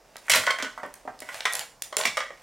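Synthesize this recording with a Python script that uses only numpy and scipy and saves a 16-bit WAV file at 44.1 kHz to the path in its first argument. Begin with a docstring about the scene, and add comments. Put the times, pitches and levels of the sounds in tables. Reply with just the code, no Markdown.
"""A hard plastic toy capsule is pulled open over a table in a small living room. Its thin shell segments judder
apart, knock, flap, ping, clatter and clonk: each blow is a noisy contact plus decaying modes, and the grinding
rims are a dense run of tiny slips. Soft thumps on the table lie between. A small wrapped item is drawn out; its
film crinkles in random creases and snaps in short bursts. The table thumps faintly, the room adds decaying
noise echoes, and its still air is steady coloured noise."""
import sys
import numpy as np
from scipy import signal
from scipy.fft import rfft, irfft, next_fast_len
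from scipy.io import wavfile

SR = 44100
rng = np.random.default_rng(int(sys.argv[2]) if len(sys.argv) > 2 else 0)


def generate_wav(signal):
    """Clip the signal to [-1, 1] and save it as 16-bit WAV at the path in sys.argv[1]."""
    frames = np.transpose(np.atleast_2d(signal))
    scaled = np.clip(frames, -1, 1) * 32767
    pcm = np.round(scaled).astype(np.int16)
    wavfile.write(sys.argv[1], SR, pcm)


N = 106766
T = np.arange(N) / SR  # s
BANDS = 25 * 2 ** (np.arange(29) / 3)  # third-octave centres, Hz
BANK = [signal.butter(2, [hz / 2 ** (1 / 6), hz * 2 ** (1 / 6)], "band", fs=SR, output="sos") for hz in BANDS]
MOVE_S = .06  # time between one echo pattern and the next


def from_db(db):
    """Level to amplitude: 20 dB is a factor of ten."""
    return 10 ** (np.asarray(db) / 20)


def at_hz(points, hz):
    """Logarithmic frequency scale: interpolate a (frequency, value) table along it."""
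    f, v = np.transpose(points)
    return np.interp(np.log(hz), np.log(f), v)


def unit(x):
    """Energy normalization: scale each row to a sum of squares of 1."""
    return x / np.sqrt(np.sum(x ** 2, axis=-1, keepdims=True) + 1e-30)


def fade(t, t60):
    """Exponential decay: the level falls 60 dB in t60 seconds."""
    return from_db(-60 * t / max(t60, 1e-3))


def add(track, s, sound):
    """Superposition: mix a sound into the track from time s."""
    i = int(np.clip(s * SR, 0, N - 1))
    track[i:i + len(sound)] += sound[:N - i]


def coloured(x, colour):
    """Filter-bank shaping: a steady signal gets a set level in each third octave."""
    x = np.pad(x, (SR // 2, 0), "reflect") + 1e-18  # lead-in lets the filters settle
    total = 0
    for k, (hz, sos) in enumerate(zip(BANDS, BANK)):
        band = unit(signal.sosfilt(sos, x)[-N:])
        total = total + from_db(at_hz(colour, hz)) * band * (-1) ** k  # neighbouring bands alternate in sign
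    return total * np.sqrt(N)


def causal_filter(gain_db):
    """Minimum phase: folding the cepstrum gives a causal response with these gains."""
    cepstrum = irfft(np.log(from_db(gain_db)))
    half = cepstrum.shape[-1] // 2
    fold = np.r_[1, np.full(half - 1, 2), 1, np.zeros(half - 1)]
    return np.exp(rfft(cepstrum * fold))


def moving(x, responses):
    """Time-varying convolution: the hands move, so each short stretch meets another pattern of echoes."""
    hop, out = int(MOVE_S * SR), np.zeros(N)
    padded, window = np.pad(x, (0, 3 * hop)), signal.get_window("hann", 2 * hop)
    for k, response in enumerate(responses):
        stretch = padded[k * hop:(k + 2) * hop] * window
        add(out, (k * hop + .5) / SR, signal.fftconvolve(stretch, response))
    return out


# still air of the room: (frequency [Hz], relative level per third octave [dB])
AIR_COLOUR = [(25, -86), (40, -73.5), (65, -88.5), (125, -79), (300, -77.5), (600, -68.5), (1000, -71),
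              (2000, -77.5), (3300, -88), (5000, -72.5), (10000, -84.5), (15000, -81)]


def still_air():
    """Stationary broadband noise: the air of the room is a steady random signal, coloured by band."""
    return coloured(rng.standard_normal(N), AIR_COLOUR)


# decay of the room: (frequency [Hz], reverberation time [s])
ROOM_T60 = [(150, 0.24), (600, 0.52), (2000, 0.32), (5000, 0.45), (14000, 0.37)]
# reverberant against direct sound: (frequency [Hz], level [dB])
ROOM_LEVEL = [(150, 2), (600, -6), (2000, -0.5), (5000, -3), (14000, -6)]
WALL_DELAY_S, NEAR_ECHO_DB = 0.012, -9
WALL_ECHO_DB, WALL_ECHO_S = 6.5, 0.024  # the first wall echoes stand out of the tail


def room(x):
    """Statistical reverberation: weak echoes from table and furniture, then walls and a tail dying by octave."""
    t = T[:SR * 3 // 5]
    wall_db = WALL_ECHO_DB * np.exp(-np.abs(t - WALL_DELAY_S) / WALL_ECHO_S)
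    density = from_db(np.where(t < WALL_DELAY_S, NEAR_ECHO_DB, wall_db))
    white = rng.standard_normal((2, int(N / SR / MOVE_S), len(t)))
    responses = 0
    for k, hz in enumerate(100 * 2. ** np.arange(8)):
        sos = signal.butter(2, [hz / np.sqrt(2), hz * np.sqrt(2)], "band", fs=SR, output="sos")
        envelope = unit(density * fade(t, at_hz(ROOM_T60, hz))) * from_db(at_hz(ROOM_LEVEL, hz))
        responses = responses + signal.sosfilt(sos, white[k % 2] * envelope)  # adjacent octaves differ
    return x + moving(x, responses)


# side signal against mid signal: (frequency [Hz], level [dB])
STEREO_WIDTH = [(100, -11), (500, -13), (1500, -21), (3500, -19.5), (6000, -9.5), (9000, -6.5),
                (14000, -12)]
LEFT_DB, RIGHT_DB = -.5, 1


def microphones(x):
    """Partial coherence: two close microphones hear nearly the same; scatter parts them most in the treble."""
    t, size = T[:SR // 20], next_fast_len(N + SR)
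    scatter = unit(rng.standard_normal((int(N / SR / MOVE_S), len(t))) * fade(t, 0.084))
    scattered = moving(x, scatter)
    hz = np.maximum(np.fft.rfftfreq(size, 1 / SR), 1)
    side = irfft(rfft(scattered, size) * from_db(at_hz(STEREO_WIDTH, hz)), size)[:N]
    return np.array([(x + side) * from_db(LEFT_DB), (x - side) * from_db(RIGHT_DB)])


# the capsule's weight nudges the table: (time [s], relative level [dB])
NUDGES = [(0.3, -42), (0.395, -43.5), (0.832, -49), (2.08, -44)]
# modes of the table top: (frequency [Hz], relative level [dB], decay time t60 [s])
TABLE_MODES = [(83, -13, 0.11), (110, 1, 0.11), (175, -5.5, 0.21)]
NUDGE_S = 0.0041  # time constant of the soft rise


def table():
    """Modal response to a soft push: the table top answers with a faint low thump."""
    out, t = np.zeros(N), T[:SR // 3]
    modes = sum(from_db(db) * np.sin(2 * np.pi * hz * t) * fade(t, t60) for hz, db, t60 in TABLE_MODES)
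    thump = modes * (1 - np.exp(-t / NUDGE_S))
    for s, db in NUDGES:
        add(out, s, from_db(db) * thump)
    return out


BASS_CORNER_HZ = 113  # the small parts radiate little below this
STRIKE = 0.38  # first impact against the vibration that follows


def contacts(rows, row_hz, colour, t60s):
    """Impact excitation: each contact is a click and a noise burst, its bands decaying at their own rates."""
    size = 4096
    t, out = T[:size], np.zeros(N)
    hz = np.maximum(np.fft.rfftfreq(2 * size, 1 / SR), 1)
    white = rng.standard_normal((len(rows), size))
    white[:, 0] = STRIKE * np.pi
    bursts, below = 0, 0
    for edge in (500, 1200, 2800, 6000, 18000):  # Hz; each band lies between successive lowpasses
        low = signal.sosfilt(signal.butter(1, edge, fs=SR, output="sos"), white)
        bursts = bursts + (low - below) * fade(t, at_hz(t60s, edge / np.sqrt(2)))
        below = low
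    # overlapping triangular weights around the third-octave centres
    bands = np.array([np.interp(np.log(hz), np.log(BANDS), row) for row in np.eye(len(BANDS))])
    decay_size = [np.linalg.norm(fade(t, d)) for d in at_hz(t60s, BANDS)]
    body = from_db(at_hz(colour, BANDS)) * decay_size / (1 + (BASS_CORNER_HZ / BANDS) ** 4)
    for (s, *levels), burst in zip(rows, rfft(bursts, 2 * size)):
        raw = np.sqrt(bands @ np.abs(burst) ** 2 / size)
        blow_db = np.interp(np.log(BANDS), np.log(row_hz), levels)
        db = blow_db + 20 * np.log10(body / raw)  # also levels out the burst's own spectrum
        add(out, s, irfft(burst * causal_filter(db @ bands))[:size])
    return out


def ringing(rows, row_hz, modes, ring_db, scatter_db, detune):
    """Modal synthesis: each blow sets the modes ringing, a little differently each time."""
    out, t = np.zeros(N), T[:SR // 4]
    hz, db, t60 = np.transpose(modes)
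    decays = np.array([fade(t, d) for d in t60])
    draws = rng.standard_normal((len(rows), 3, len(hz)))
    for (s, *levels), (force, bend, side) in zip(rows, draws):
        blow_db = np.interp(np.log(hz), np.log(row_hz), levels)
        strength = from_db(ring_db + db + blow_db + scatter_db * force)
        tones = np.sin(2 * np.pi * np.outer(hz * (1 + detune * bend), t))
        add(out, s, (strength * np.sign(side)) @ (decays * tones))
    # little is radiated below the lowest mode
    return signal.sosfilt(signal.butter(2, hz.min() / np.sqrt(2), "high", fs=SR, output="sos"), out + 1e-18)


# how strongly the film crinkles: (time [s], relative level [dB])
CRINKLE = [(0, -63.5), (.16, -60), (.19, -63), (.26, -50.5), (1.17, -62), (1.23, -53), (1.28, -50),
           (1.36, -37), (1.44, -48), (1.50, -42), (1.56, -37.5), (1.62, -37), (1.66, -83), (1.80, -73),
           (1.842, -56), (1.87, -49.5), (1.95, -110), (1.99, -47), (2.06, -31), (2.13, -74), (2.42, -55.5)]
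# spectrum of the creases: (frequency [Hz], relative level [dB])
CRINKLE_COLOUR = [(120, -17), (300, -30), (600, 15.5), (1200, 10.5), (2200, 16), (4500, 10), (9000, 13),
                  (15000, 3)]
# film snaps: (time [s], relative level at 1.5 kHz [dB], at 4 kHz [dB], at 10 kHz [dB])
SNAPS = [(.1575, -24, -42, -49), (.167, -40, -32, -29.5), (.268, -53, -56, -40), (.863, -64, -58, -42),
         (.940, -36, -40, -29.5), (1.191, -70, -36, -46), (1.2035, -40, -33.5, -26.5),
         (1.3445, -23.5, -33, -31), (1.406, -22.5, -18, -36.5), (1.5255, -50, -31, -23),
         (1.535, -57, -24.5, -19), (1.541, -23, -28, -38), (1.553, -21.5, -23.5, -15.5),
         (1.5935, -23.5, -21, -19.5), (1.8215, -28, -20.5, -15.5), (1.968, -17, -11.5, -13),
         (2.012, -17.5, -13, -37), (2.036, -24, -18, -38)]
# frequencies of the snap levels: (frequency [Hz])
SNAP_HZ = [1500, 4000, 10000]
# decay of the snap bursts: (frequency [Hz], decay time t60 [s])
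SNAP_T60 = [(300, 0.0029), (3000, 0.022), (12000, 0.0062)]
# broad colour of the film: (frequency [Hz], relative level [dB])
FILM_COLOUR = [(120, -25.5), (300, -25), (650, -11.5), (1250, -18), (1600, -10), (2000, -9), (3200, -11),
               (4100, -7.5), (5100, -7.5), (7000, -6.5), (8200, -6), (10500, -7), (13000, -8.5),
               (15500, -14)]
# brief ringing of the taut film: (nominal frequency [Hz], relative level [dB], decay time t60 [s])
SNAP_MODES = [(4340, -9, 0.0047), (7030, -7.5, 0.0095), (10000, -1.5, 0.0021)]
CREASES_PER_S, CREASE_SPREAD_DB = 1700, 2.5  # mean rate; scale of the random excess level


def wrapper():
    """Buckling of a thin film: a few sharp snaps among many tiny creases at random instants."""
    excess_db = CREASE_SPREAD_DB * np.minimum(rng.exponential(1, N), 4)
    sizes = from_db(excess_db) * rng.choice([-1, 1], N)
    impulses = sizes * (rng.random(N) < CREASES_PER_S / SR)
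    creases = unit(coloured(impulses, CRINKLE_COLOUR)) * np.sqrt(N)
    snaps = contacts(SNAPS, SNAP_HZ, FILM_COLOUR, SNAP_T60)
    snaps += ringing(SNAPS, SNAP_HZ, SNAP_MODES, ring_db=-.5, scatter_db=-7.0, detune=0.011)
    return creases * from_db(np.interp(T, *np.transpose(CRINKLE))) + snaps


# frequencies of the levels in every table of blows: (frequency [Hz])
BLOW_HZ = [250, 550, 1150, 2200, 4000, 10000]
# broad resonances of the shell: (frequency [Hz], relative level [dB])
SHELL_COLOUR = [(120, -20), (180, -20), (270, -7.5), (350, -9.5), (560, -1), (790, -6.5), (1150, 0),
                (1600, -3.5), (2050, 6.5), (2550, -6.5), (3150, -0.5), (3800, -5), (7500, 2), (11000, -2.5),
                (15000, -10)]
# decay of the contact bursts: (frequency [Hz], decay time t60 [s])
CONTACT_T60 = [(200, 0.032), (800, 0.048), (2000, 0.04), (5000, 0.074), (14000, 0.051)]
GRIP_DETUNE = 0.024  # the fingers bend the shell: relative spread of mode frequencies from blow to blow


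def plastic(rows, modes, contact_db, ring_db, scatter_db, detune):
    """Source and resonator: a blow on the shell is its contact noise plus the modes it excites."""
    contact = from_db(contact_db) * contacts(rows, BLOW_HZ, SHELL_COLOUR, CONTACT_T60)
    return contact + ringing(rows, BLOW_HZ, modes, ring_db, scatter_db, detune)


# soft thumps on the table: # (time [s], relative level at 250 Hz, 550 Hz, 1.15 kHz, 2.2 kHz, 4 kHz, 10 kHz
# [dB])
BUMPS = [(.626, -27.5, -52, -39, -54, -67, -71), (.777, -51, -44, -28.5, -46, -55, -57.5),
         (.832, -36, -31.5, -31, -40, -50.5, -58), (.851, -51, -38, -38.5, -44, -59, -70),
         (1.052, -43.5, -43, -49, -73, -77, -67), (1.076, -36.5, -32.5, -31, -41.5, -62, -63),
         (1.220, -41, -43, -46.5, -39, -50.5, -52)]
# modes of the table rung by the thumps: (nominal frequency [Hz], relative level [dB], decay time t60 [s])
BUMP_MODES = [(276, -6, 0.13), (629, -1.5, 0.13), (747, -3, 0.14), (935, -4.5, 0.12), (1520, -5, 0.12),
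              (1894, -2.5, 0.14)]


def bumps():
    """Soft impact: thumps on the table ring the table's low and middle modes."""
    return plastic(BUMPS, BUMP_MODES, contact_db=0.5, ring_db=1, scatter_db=4.5, detune=GRIP_DETUNE)


# a loose segment falls back and settles:
# (time [s], relative level at 250 Hz, 550 Hz, 1.15 kHz, 2.2 kHz, 4 kHz, 10 kHz [dB])
CLONKS = [(2.1705, -49, -29.5, -26, -25, -25.5, -33), (2.1765, -60.5, -24, -20, -23.5, -36, -52),
          (2.204, -47, -33, -26.5, -24, -29, -45), (2.3045, -47.5, -31.5, -41, -37.5, -52, -64)]
# modes of the clonk: (nominal frequency [Hz], relative level [dB], decay time t60 [s])
CLONK_MODES = [(404, -5, 0.069), (555, 4.5, 0.04), (1201, 7.5, 0.029), (1630, -7, 0.076), (1920, 1, 0.096),
               (2245, -4, 0.14), (3300, -8, .04), (5564, -4.5, 0.099)]


def clonks():
    """Repeated impact: a loose segment falls back with a hollow clonk and settles."""
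    return plastic(CLONKS, CLONK_MODES, contact_db=-3.5, ring_db=-2.0, scatter_db=0.2, detune=0.0115)


# the open segments clatter together:
# (time [s], relative level at 250 Hz, 550 Hz, 1.15 kHz, 2.2 kHz, 4 kHz, 10 kHz [dB])
CLATTERS = [(2.0535, -30.5, -34.5, -25.5, -19, -24, -26.5), (2.059, -32, -31.5, -29.5, -33, -26, -42),
            (2.073, -46, -43, -37, -42, -26, -39)]
# modes of the clatter: (nominal frequency [Hz], relative level [dB], decay time t60 [s])
CLATTER_MODES = [(279, -11.5, .1), (682, 5, 0.064), (1154, -4, 0.075), (2280, 2.5, 0.054),
                 (2390, -1.5, .05), (2712, 4, 0.058), (3500, 0, 0.049), (5450, -2, .08)]


def clatters():
    """Impacts in quick succession: the open segments clatter, each blow overlapping the last one's ringing."""
    return plastic(CLATTERS, CLATTER_MODES, contact_db=-2.0, ring_db=-1.0, scatter_db=2.5, detune=0.0084)


# the shell is struck so that it pings:
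# (time [s], relative level at 250 Hz, 550 Hz, 1.15 kHz, 2.2 kHz, 4 kHz, 10 kHz [dB])
PINGS = [(.506, -50, -26, -29, -26.5, -24.5, -35)]
# modes of the ping: (nominal frequency [Hz], relative level [dB], decay time t60 [s])
PING_MODES = [(3140, 7.5, 0.052), (3250, 1, 0.05), (4370, 2, 0.04), (5030, -7, .08), (5475, -14, .07)]


def pings():
    """Selective excitation: a blow on the shell rings in a few high modes only."""
    return plastic(PINGS, PING_MODES, contact_db=-2, ring_db=1, scatter_db=1, detune=.003)


# a segment swings open against its stop:
# (time [s], relative level at 250 Hz, 550 Hz, 1.15 kHz, 2.2 kHz, 4 kHz, 10 kHz [dB])
FLAPS = [(1.454, -42, -36, -18, -15, -22, -32)]
# modes of the flap: (nominal frequency [Hz], relative level [dB], decay time t60 [s])
FLAP_MODES = [(418, 5, 0.057), (594, 0.5, .1), (1025, -4, 0.19), (1162, -8, 0.12), (1279, -5, 0.087),
              (1370, -6.5, 0.096), (1907, -3.5, 0.16), (2110, -18, .12), (3030, -14, 0.082),
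              (3475, -3, 0.093)]


def flaps():
    """Impact on a stop: a segment swings open and rings in its own modes."""
    return plastic(FLAPS, FLAP_MODES, contact_db=-2.0, ring_db=0.5, scatter_db=-1.0, detune=0.0013)


# how hard the rims grind as the capsule is pulled open: (time [s], relative level [dB])
SEAM = [(.30, -31), (.328, -26), (.338, -25), (.346, -26), (.363, -18), (.39, -72)]
# resonances of the rims: (frequency [Hz], relative level [dB], decay time t60 [s])
SEAM_MODES = [(2690, 4, 0.032), (3040, 1, 0.04), (3200, -21, 0.018), (4060, 3.5, 0.045), (4820, 3.5, 0.015)]
SLIPS_PER_S, SLIP_SPREAD_DB = 400, 3.5  # mean rate; standard deviation of slip level


def seam():
    """Friction as random impulses: the rims grind past each other in tiny slips that ring their resonances."""
    t, out = T[:SR // 20], 0
    slips = rng.random(N) < SLIPS_PER_S / SR
    for hz, db, t60 in SEAM_MODES:
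        sizes = from_db(SLIP_SPREAD_DB * rng.standard_normal(N)) * rng.choice([-1, 1], N)
        mode = np.sin(2 * np.pi * hz * t) * fade(t, t60)
        out = out + from_db(db) * signal.fftconvolve(slips * sizes, mode)[:N]
    # silent outside the table's times
    grind = from_db(np.interp(T, *np.transpose(SEAM), left=-np.inf, right=-np.inf))
    return unit(out) * np.sqrt(N) * grind


# shell segments strike each other:
# (time [s], relative level at 250 Hz, 550 Hz, 1.15 kHz, 2.2 kHz, 4 kHz, 10 kHz [dB])
KNOCKS = [(.2825, -59, -43, -36, -30, -51, -47), (.2972, -52, -22.5, -27.5, -14.5, -23.5, -19),
          (.302, -46, -31, -34.5, -17, -21.5, -24), (.3165, -50, -43, -26, -27, -19.5, -20.5),
          (.336, -52, -25, -25.5, -14, -18, -25.5), (.348, -66, -29, -25, -18, -25, -28),
          (.356, -31, -31, -45, -19, -57, -18), (.361, -51, -22, -30.5, -36, -17.5, -46),
          (.370, -60, -31, -45, -38, -34, -28), (.394, -34.5, -30.5, -41, -56, -33, -36),
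          (.437, -43, -44, -29, -36, -42, -42), (.4665, -67, -22.5, -31, -23.5, -26.5, -39),
          (.474, -45, -35.5, -20, -24.5, -44, -50), (.503, -39, -38, -27.5, -19, -42, -46),
          (.586, -79, -32.5, -32.5, -30.5, -39, -45.5), (.600, -37.5, -41.5, -32, -32, -41, -52),
          (.6245, -42, -30.5, -32, -30, -26.5, -39), (.646, -55, -43.5, -33, -34, -38, -50),
          (1.289, -65, -42.5, -38.5, -33.5, -48.5, -49), (1.926, -52, -34, -31.5, -43.5, -40.5, -52),
          (1.970, -38, -25.5, -38, -34, -31, -76), (1.988, -55, -23.5, -40, -35.5, -46, -34),
          (2.000, -57, -28.5, -28, -46, -45, -34)]
# modes of the shell: (nominal frequency [Hz], relative level [dB], decay time t60 [s])
SHELL_MODES = [(424.6, -8, 0.21), (564, -8.5, 0.11), (619, -6, 0.25), (748, -14, 0.16), (997, -14.5, 0.16),
               (1051, -5, 0.18), (1142, -3.5, 0.093), (1463, 1.5, 0.14), (1539, -3, .11), (1997, 1, 0.097),
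               (2243, -6.5, .12), (3120, 2, 0.048), (4430, -11, 0.066), (5560, -5, 0.083)]


def knocks():
    """Impact of thin shells: the segments judder apart and knock, exciting the shell's modes."""
    return plastic(KNOCKS, SHELL_MODES, contact_db=0, ring_db=-3.5, scatter_db=3.5, detune=GRIP_DETUNE)


def scene():
    """Superposition of sources: capsule, table and wrapper in the quiet room."""
    handling = table() + wrapper() + bumps()
    direct = handling + clonks() + clatters() + pings() + flaps() + seam() + knocks()
    return microphones(from_db(-3.0) * room(direct) + still_air())


def record(dry):
    """Soft saturation and band limiting: the highest peaks are rounded and the top is cut."""
    top, cutoff_hz = 0.66, 16000
    rounded = top * np.tanh(dry / top)
    return signal.sosfilt(signal.ellip(10, .2, 80, cutoff_hz, fs=SR, output="sos"), rounded)


dry = scene()
out = record(dry)
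generate_wav(out)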